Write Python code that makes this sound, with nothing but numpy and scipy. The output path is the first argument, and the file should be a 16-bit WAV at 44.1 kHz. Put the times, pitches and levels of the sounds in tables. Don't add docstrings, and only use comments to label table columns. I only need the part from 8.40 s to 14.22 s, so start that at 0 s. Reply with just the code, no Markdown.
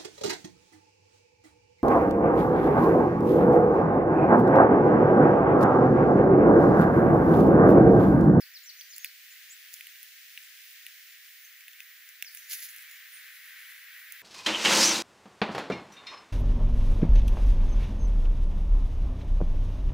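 import sys
import numpy as np
from scipy import signal
from scipy.fft import rfft, irfft, next_fast_len
from scipy.io import wavfile
from scipy.ndimage import map_coordinates

SR = 44100
rng = np.random.default_rng(int(sys.argv[2]) if len(sys.argv) > 2 else 0)


def convert_level_to_amplitude(level_db):
    exponent = np.asarray(level_db, float) / 20
    return 10 ** exponent


def digitize_waveform(pressure):
    field = np.atleast_2d(pressure).T
    bounded = np.clip(field, -1, 1)
    quanta = np.round(bounded * 32767).astype(np.int16)
    wavfile.write(sys.argv[1], SR, quanta)


N = 256662

# (time [s], peak level [dB], pitch [Hz], grit tick over it [dB], husk crack over it [dB])
KNOCKS = [(0.411, -34, 3340, -9, -6.5), (0.646, -24, 2570, 0, -23), (0.6587, -37, 2310, -2.2, -10.5),
          (1.369, -43, 3000, -4, -14), (1.4095, -30.5, 2400, -11, -19), (1.4702, -35.5, 2880, -3, -23),
          (1.5578, -42, 2720, -9, -12), (1.648, -48, 2370, -15, -19), (1.9766, -27.5, 2670, -13.5, -29),
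          (2.466, -31, 2700, -3.5, -32), (3.2081, -42.5, 2380, -4, -5), (3.2821, -35, 2620, -4.5, -26),
          (3.333, -44, 3330, -7, -7), (3.4047, -31, 2600, -9.5, -13), (3.8251, -23, 2620, -3.5, -9.5),
          (3.8467, -36, 2430, -10, -22), (3.9732, -37.5, 2510, -5, -1), (4.122, -34.5, 3000, 0, -9)]
# (time [s], grit tick level [dB], husk crack over it [dB], left-right [dB])
NIPS = [(0.1872, -49, -6, -4.5), (0.2952, -46, -6, 0), (0.564, -36.5, -8, -4.5), (0.582, -31.5, -10, 0),
        (1.329, -52, 5, 4), (1.3352, -38, -14, -4), (1.3407, -36.5, 2, 5), (1.3649, -47, -11, -2),
        (1.6304, -34.5, -18.5, -3), (2.3076, -45.5, -16, 0), (2.33, -46.5, -19, -2.1),
        (2.485, -50.5, -2, 1), (3.6905, -42, -7, 8.5), (3.9491, -33.5, -23, .4), (4.0982, -35, -17, -4),
        (4.1323, -27, -10, -5), (4.14, -40, -3, 5), (4.228, -36, -18, -.1), (4.235, -38, -3, -2),
        (4.2523, -37.5, -17, 1), (4.2908, -55, 15, 0), (4.3483, -45, -22, -3), (4.3633, -38, -12, 1),
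        (4.3844, -43, -1.5, 1.1), (4.423, -42, -17.5, .4), (4.5128, -43, -9.4, -5), (5.7229, -33.5, -9, -9)]


def contacts():
    knock_pan_db = -1.2
    nip_thud_db, nip_thud_hz = -12, 2600
    knocks = [(s, db, hz, db + husk, db + grit, knock_pan_db) for s, db, hz, grit, husk in KNOCKS]
    nips = [(s, db + max(husk, 0) + nip_thud_db, nip_thud_hz, db + husk, db, pan)
            for s, db, husk, pan in NIPS]
    return sorted(knocks + nips)


def ring(t, hz, life_s, phase_cycles):
    envelope = (t / life_s) ** 2 * np.exp(2 - 2 * t / life_s)
    return envelope * np.sin(2 * np.pi * (hz * t + phase_cycles))


# (frequency [Hz], level [dB])
GRIT_MODES = [(8700, -10), (10200, 3), (11200, -3), (13000, -8), (14100, 0.3), (15100, 2.5)]


def strike(t, knock_db, knock_hz, husk_db, grit_db):
    chance = rng.random((11, 3))
    spray = np.diff(rng.standard_normal((2, len(t) + 1)))
    knock = ring(t, knock_hz, 0.00056, 0)
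    knock = knock + 0.41 * ring(t, 0.74 * knock_hz, 0.00056, 0.2)
    knock = knock + 0.27 * ring(t, 1.313 * knock_hz, 0.00074, -0.23)
    husk = 0
    for hz, c in zip((5200, 6300, 7100), chance):
        husk = husk + ring(t, hz * (0.93 + 0.15 * c[0]), 0.00038, c[0] + 0.32 * c[1:, None])
    grit = 0
    for (hz, db), c in zip(GRIT_MODES, chance[3:]):
        stone = ring(t, hz * (0.97 + 0.036 * c[0]), 0.00045, c[0] + 0.11 * c[1:, None])
        grit = grit + convert_level_to_amplitude(db) * stone
    hit = convert_level_to_amplitude(knock_db - 2.0) * knock + convert_level_to_amplitude(husk_db - 2.0) * husk + convert_level_to_amplitude(grit_db - 5.5) * grit
    rebound = round((0.0017 + 0.00045 * chance[10, 0]) * SR)
    hit = hit + convert_level_to_amplitude(-10.0) * np.roll(hit, rebound, axis=1) + convert_level_to_amplitude(-18.5) * np.roll(hit, 2 * rebound, axis=1)
    return hit + convert_level_to_amplitude(grit_db - 19.0 - 60 * t / 0.047) * spray


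def pecks():
    out, t = np.zeros((2, N + SR)), np.arange(SR // 25) / SR
    for s, knock_db, knock_hz, husk_db, grit_db, pan_db in contacts():
        hit = strike(t, knock_db, knock_hz, husk_db, grit_db)
        start = round((s - 0.0006) * SR)
        out[:, start:start + len(t)] += sides(pan_db) * hit
    return out[:, :N]


def chip(s, length, first_hz, last_hz, db):
    peak = 0.65
    peak_hz = first_hz + peak * (last_hz - first_hz)
    return [(s, first_hz, db - 8), (s + peak * length, peak_hz, db), (s + length, last_hz, db - 2)]


def seep(s, length, first_hz, top_hz, db):
    rise_hz_s, fade_db_s, flick_s = 48000, 129.5, 0.005
    span_hz, held = top_hz - first_hz, length - flick_s
    rise = min(span_hz / rise_hz_s, 0.9 * held)
    end_db = db - fade_db_s * (held - rise / 2)
    return [(s, first_hz, db - 4),
            (s + rise / 2, (first_hz + top_hz) / 2, db),
            (s + rise, top_hz, db - fade_db_s * rise / 2),
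            (s + held, top_hz, end_db),
            (s + length, top_hz - 0.7 * span_hz, end_db)]


def whistle(glides, rough):
    out, t = np.zeros(N), np.arange(N) / SR
    unsteady, flutter_db = 1 + rough * wobble(600), 1.2 * wobble(250)
    for glide in glides:
        s, hz, db = np.transpose(glide)
        on = slice(max(round(s[0] * SR), 0), round(s[-1] * SR))
        ends = np.clip(np.minimum(t[on] - s[0], s[-1] - t[on]) / 0.004, 0, 1)
        cycles = np.cumsum(np.interp(t[on], s, hz) * unsteady[on]) / SR
        level = convert_level_to_amplitude(np.interp(t[on], s, db) + flutter_db[on])
        out[on] += np.sqrt(2) * ends * level * np.sin(2 * np.pi * cycles)
    return out


def yard(x, pan_db, lag_s, wet_db, t60):
    t = np.arange(SR // 3) / SR
    tail = rng.standard_normal((2, len(t))) * convert_level_to_amplitude(-60 * t / t60) * (1 - np.exp(-t / 0.015))
    echo = signal.fftconvolve(x[None], tail / np.linalg.norm(tail[0]), axes=1)[:, :N]
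    direct = filtered(x, lambda hz: np.exp(np.array([[-1j], [1j]]) * np.pi * hz * lag_s))
    return sides(pan_db) * direct + convert_level_to_amplitude(wet_db) * echo


# (time [s], length [s], first frequency [Hz], last frequency [Hz], level [dB])
CHIPS = [(.002, 0.042, 5980, 4020, -51), (.135, 0.047, 6200, 3580, -48.5), (.256, 0.033, 5930, 5820, -50.5),
         (0.284, .025, 5750, 3710, -46.5), (0.364, 0.019, 7300, 6200, -59), (0.386, 0.022, 6010, 5900, -48),
         (0.404, .02, 5750, 4130, -48.5), (0.487, 0.036, 7250, 5970, -53.5), (0.515, .035, 5990, 4050, -50),
         (.62, 0.057, 6290, 3780, -51.5), (3.844, .044, 6340, 4300, -50), (3.973, 0.026, 6100, 6050, -54)]
# (time [s], length [s], first frequency [Hz], top frequency [Hz], level [dB])
SEEPS = [(.23, .034, 6680, 7320, -58.5), (0.551, 0.026, 6600, 7370, -56.5), (0.593, .078, 6260, 6530, -58),
         (0.902, .037, 6480, 7220, -60.5), (1.095, 0.047, 6300, 7760, -51), (2.03, 0.028, 7170, 8180, -65),
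         (2.705, .02, 6500, 7250, -64), (3.042, 0.021, 6100, 6350, -56), (4.068, .022, 6500, 7140, -60),
         (4.49, 0.086, 6260, 6900, -65), (4.748, .031, 5270, 6730, -66)]
# (time [s], frequency [Hz], level [dB])
BUZZ = [
    (4.722, 9660, -57),
    (4.745, 9250, -53.5),
    (4.77, 9650, -60.5),
    (4.8, 9200, -66),
]


def calls():
    chips = whistle([chip(*row) for row in CHIPS], rough=0.01)
    seeps = whistle([seep(*row) for row in SEEPS], rough=0.0062)
    buzz = whistle([BUZZ], rough=0.061)
    return (yard(chips, pan_db=0.7, lag_s=0.00003, wet_db=-4, t60=0.35)
            + yard(seeps, pan_db=1.0, lag_s=-0.000027, wet_db=-5.5, t60=0.086)
            + yard(buzz, pan_db=-5.5, lag_s=0.00001, wet_db=-1.5, t60=0.081))


# (time [s], hold [s], bright scuff level [dB], dull scuff over it [dB])
SCRAPES = [
    (4.026, .03, -63, 6.5),
    (4.113, 0.025, -38, 0.75),
    (4.15, .07, -50, 0),
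    (4.224, .034, -45, -2),
    (4.27, 0.037, -55.5, -1.5),
]
# (frequency [Hz], level per Hz [dB])
BRIGHT = [(5000, -22), (8500, -13.5), (10700, 0.5), (12300, -4), (13500, -1), (16000, -8.5)]
# (frequency [Hz], level per Hz [dB])
DULL = [(1300, -1), (2500, -2), (5000, 2), (7000, 2), (9000, -17.5), (12000, -30)]


def scuffs():
    s, hold, db, under_db = np.transpose(SCRAPES)
    bright_db = strokes(s, hold, db, rise_db_s=751, fall_db_s=520)
    dull_db = strokes(s, hold, db + under_db, rise_db_s=751, fall_db_s=520)
    bright = convert_level_to_amplitude(bright_db + 2.0 + 1.9 * wobble(40)) * rush(BRIGHT, alike=0.32, grain_db=2.5)
    dull = convert_level_to_amplitude(dull_db - 2.0 + 1.2 * wobble(70)) * rush(DULL, alike=0.7, grain_db=2.5)
    return bright + dull


# (time [s], hold [s], level [dB])
STEPS = [(0.002, .005, -59.5), (0.412, .01, -66), (0.577, 0.025, -59.5), (0.976, .06, -66.5),
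         (1.36, .02, -56.5), (1.6, .04, -63.5), (1.9, .05, -64.5), (2.024, .02, -59.5), (2.149, .17, -64.5),
         (2.549, .1, -69), (2.879, .03, -61), (2.981, .1, -63), (3.204, .01, -64.5), (3.406, 0.011, -61),
         (3.52, .07, -63.5), (3.701, .01, -62), (3.944, 0.035, -55), (4.062, .24, -62.5),
         (4.327, 0.089, -55.5), (4.52, .01, -58.5), (4.74, 0.12, -61), (4.929, .2, -60), (5.2, .18, -57.5),
         (5.55, 0.11, -62), (5.742, .02, -59.5)]
# (frequency [Hz], level per Hz [dB])
PATTER = [(3000, -20), (6000, -11), (8500, -10), (10700, 0), (12300, -6), (13500, -3.5), (16000, -6.5)]


def footsteps():
    still_db = -74
    feet_db = np.maximum(strokes(*np.transpose(STEPS), rise_db_s=110.5, fall_db_s=120), still_db)
    return convert_level_to_amplitude(feet_db + 1.5 + 1.5 * wobble(25)) * rush(PATTER, alike=0.74, grain_db=1.5)


# (time [s], level [dB])
TRAFFIC = [
    (0.0, -56),
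    (0.7, -57.5),
    (1.38, -57.5),
    (1.8, -58.5),
    (2.12, -57.5),
    (2.48, -58),
    (3.68, -55),
    (4.08, -54),
    (4.31, -51),
    (5.82, -49.5),
]
# (frequency [Hz], level per Hz [dB])
ROAD = [(1000, -1), (1500, 1.5), (2000, -1.5), (2800, -10.5), (4000, -15), (6000, -26)]


def traffic():
    s, db = np.transpose(TRAFFIC)
    road_db = np.interp(np.arange(N) / SR, s, db)
    return convert_level_to_amplitude(road_db + 3.0 + 0.75 * wobble(9.6)) * rush(ROAD, alike=0.75, grain_db=0.3)


# (frequency [Hz], level per Hz [dB])
HISS = [(1000, -1.5), (2500, -0.5), (4000, -4), (6000, -5.5), (8500, -10), (10500, -9), (12500, -12.5),
        (15500, -13.5)]
# (gap start [Hz], gap end [Hz], upper
# limit [Hz])
SILENT_GAP = (14290, 14690, 15750)


def background():
    hiss = convert_level_to_amplitude(-55 + 1.3 * wobble(1.2)) * rush(HISS, alike=0.26, grain_db=1.2)
    gap_start, gap_end, limit = SILENT_GAP
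    return filtered(traffic() + footsteps() + hiss,
                    lambda hz: (hz < gap_start) | (hz > gap_end) & (hz < limit))


# (frequency [Hz], level [dB])
WHINE = [(14836, -59)]


def whine():
    (hz, db), t = WHINE[0], np.arange(N) / SR
    phase = np.array([[0], [-0.3]])
    drift_db = 0.9 * wobble(14)
    return sides(-8.0) * convert_level_to_amplitude(db + 3.0 + drift_db) * np.sin(2 * np.pi * hz * t + phase)


def unit(x):
    return x / np.sqrt(np.mean(x ** 2) + 1e-20)


def along(points, hz):
    f, v = np.transpose(points)
    return np.interp(np.log(hz + 1), np.log(f + 1), v)


def wobble(rate):
    knots = rng.standard_normal(int(N * rate / SR) + 4)
    return map_coordinates(knots, [np.arange(N) * rate / SR])


def filtered(x, response):
    m = next_fast_len(N + 8192)
    return irfft(rfft(x, m) * response(np.fft.rfftfreq(m, 1 / SR)), m)[..., :N]


def sides(pan_db):
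    return convert_level_to_amplitude(np.array([[0.5], [-0.5]]) * pan_db)


def rush(spectrum, alike, grain_db):
    a, b = rng.standard_normal((2, N)) * convert_level_to_amplitude(grain_db * wobble(700))
    turn = np.arccos(np.clip(alike, 0, 1)) / 2
    middle, side = np.cos(turn) * a, np.sin(turn) * b
    pair = np.array([middle + side, middle - side])
    return unit(filtered(pair, lambda hz: convert_level_to_amplitude(along(spectrum, hz))))


def strokes(starts, holds, levels_db, rise_db_s, fall_db_s):
    t = np.arange(N) / SR
    return np.max([db - rise_db_s * np.maximum(s - t, 0) - fall_db_s * np.maximum(t - s - hold, 0)
                   for s, hold, db in zip(starts, holds, levels_db)], axis=0)


def causal(points):
    hz = np.fft.rfftfreq(4096, 1 / SR)
    cepstrum = irfft(np.log(convert_level_to_amplitude(along(points, hz))))
    cepstrum[1:len(hz) - 1] *= 2
    cepstrum[len(hz):] = 0
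    return irfft(np.exp(rfft(cepstrum)))


def scene():
    return pecks() + calls() + scuffs() + background()


def band_limit(x):
    return signal.sosfilt(signal.butter(12, 16820, fs=SR, output="sos"), x)


# (frequency [Hz], level [dB])
BASS_CUT = [(500, -80.5), (760, -62), (840, -36), (1000, -26.5), (1300, -16.5), (1600, -3.5), (1900, 2),
            (15700, 2), (16100, -26), (17000, -60.5)]
# (frequency [Hz], left-right [dB])
LEAN = [(1000, 2.5), (2400, 2), (4400, 1.44), (8000, -1), (14000, -1.5)]
# (frequency [Hz], phase [radians])
TRAIL = [(1600, 0.11), (3300, 0.51), (7000, 1.1), (9600, 2.5), (11600, 0.71), (14000, 0.77)]


def record(dry):
    def pair(hz):
        late = np.exp(np.array([[-1j], [1j]]) * along(TRAIL, hz) / 2)
        return sides(along(LEAN, hz)) * late

    cut = signal.fftconvolve(dry, causal(BASS_CUT)[None], axes=1)[:, :N]
    mic = filtered(cut, pair)
    rumble = filtered(rng.standard_normal(N), lambda hz: convert_level_to_amplitude(-88) * (hz < 1500))
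    circuit = rumble * np.array([[1], [-1]])
    return band_limit(mic + whine() + circuit)


dry = scene()
out = record(dry)
digitize_waveform(out)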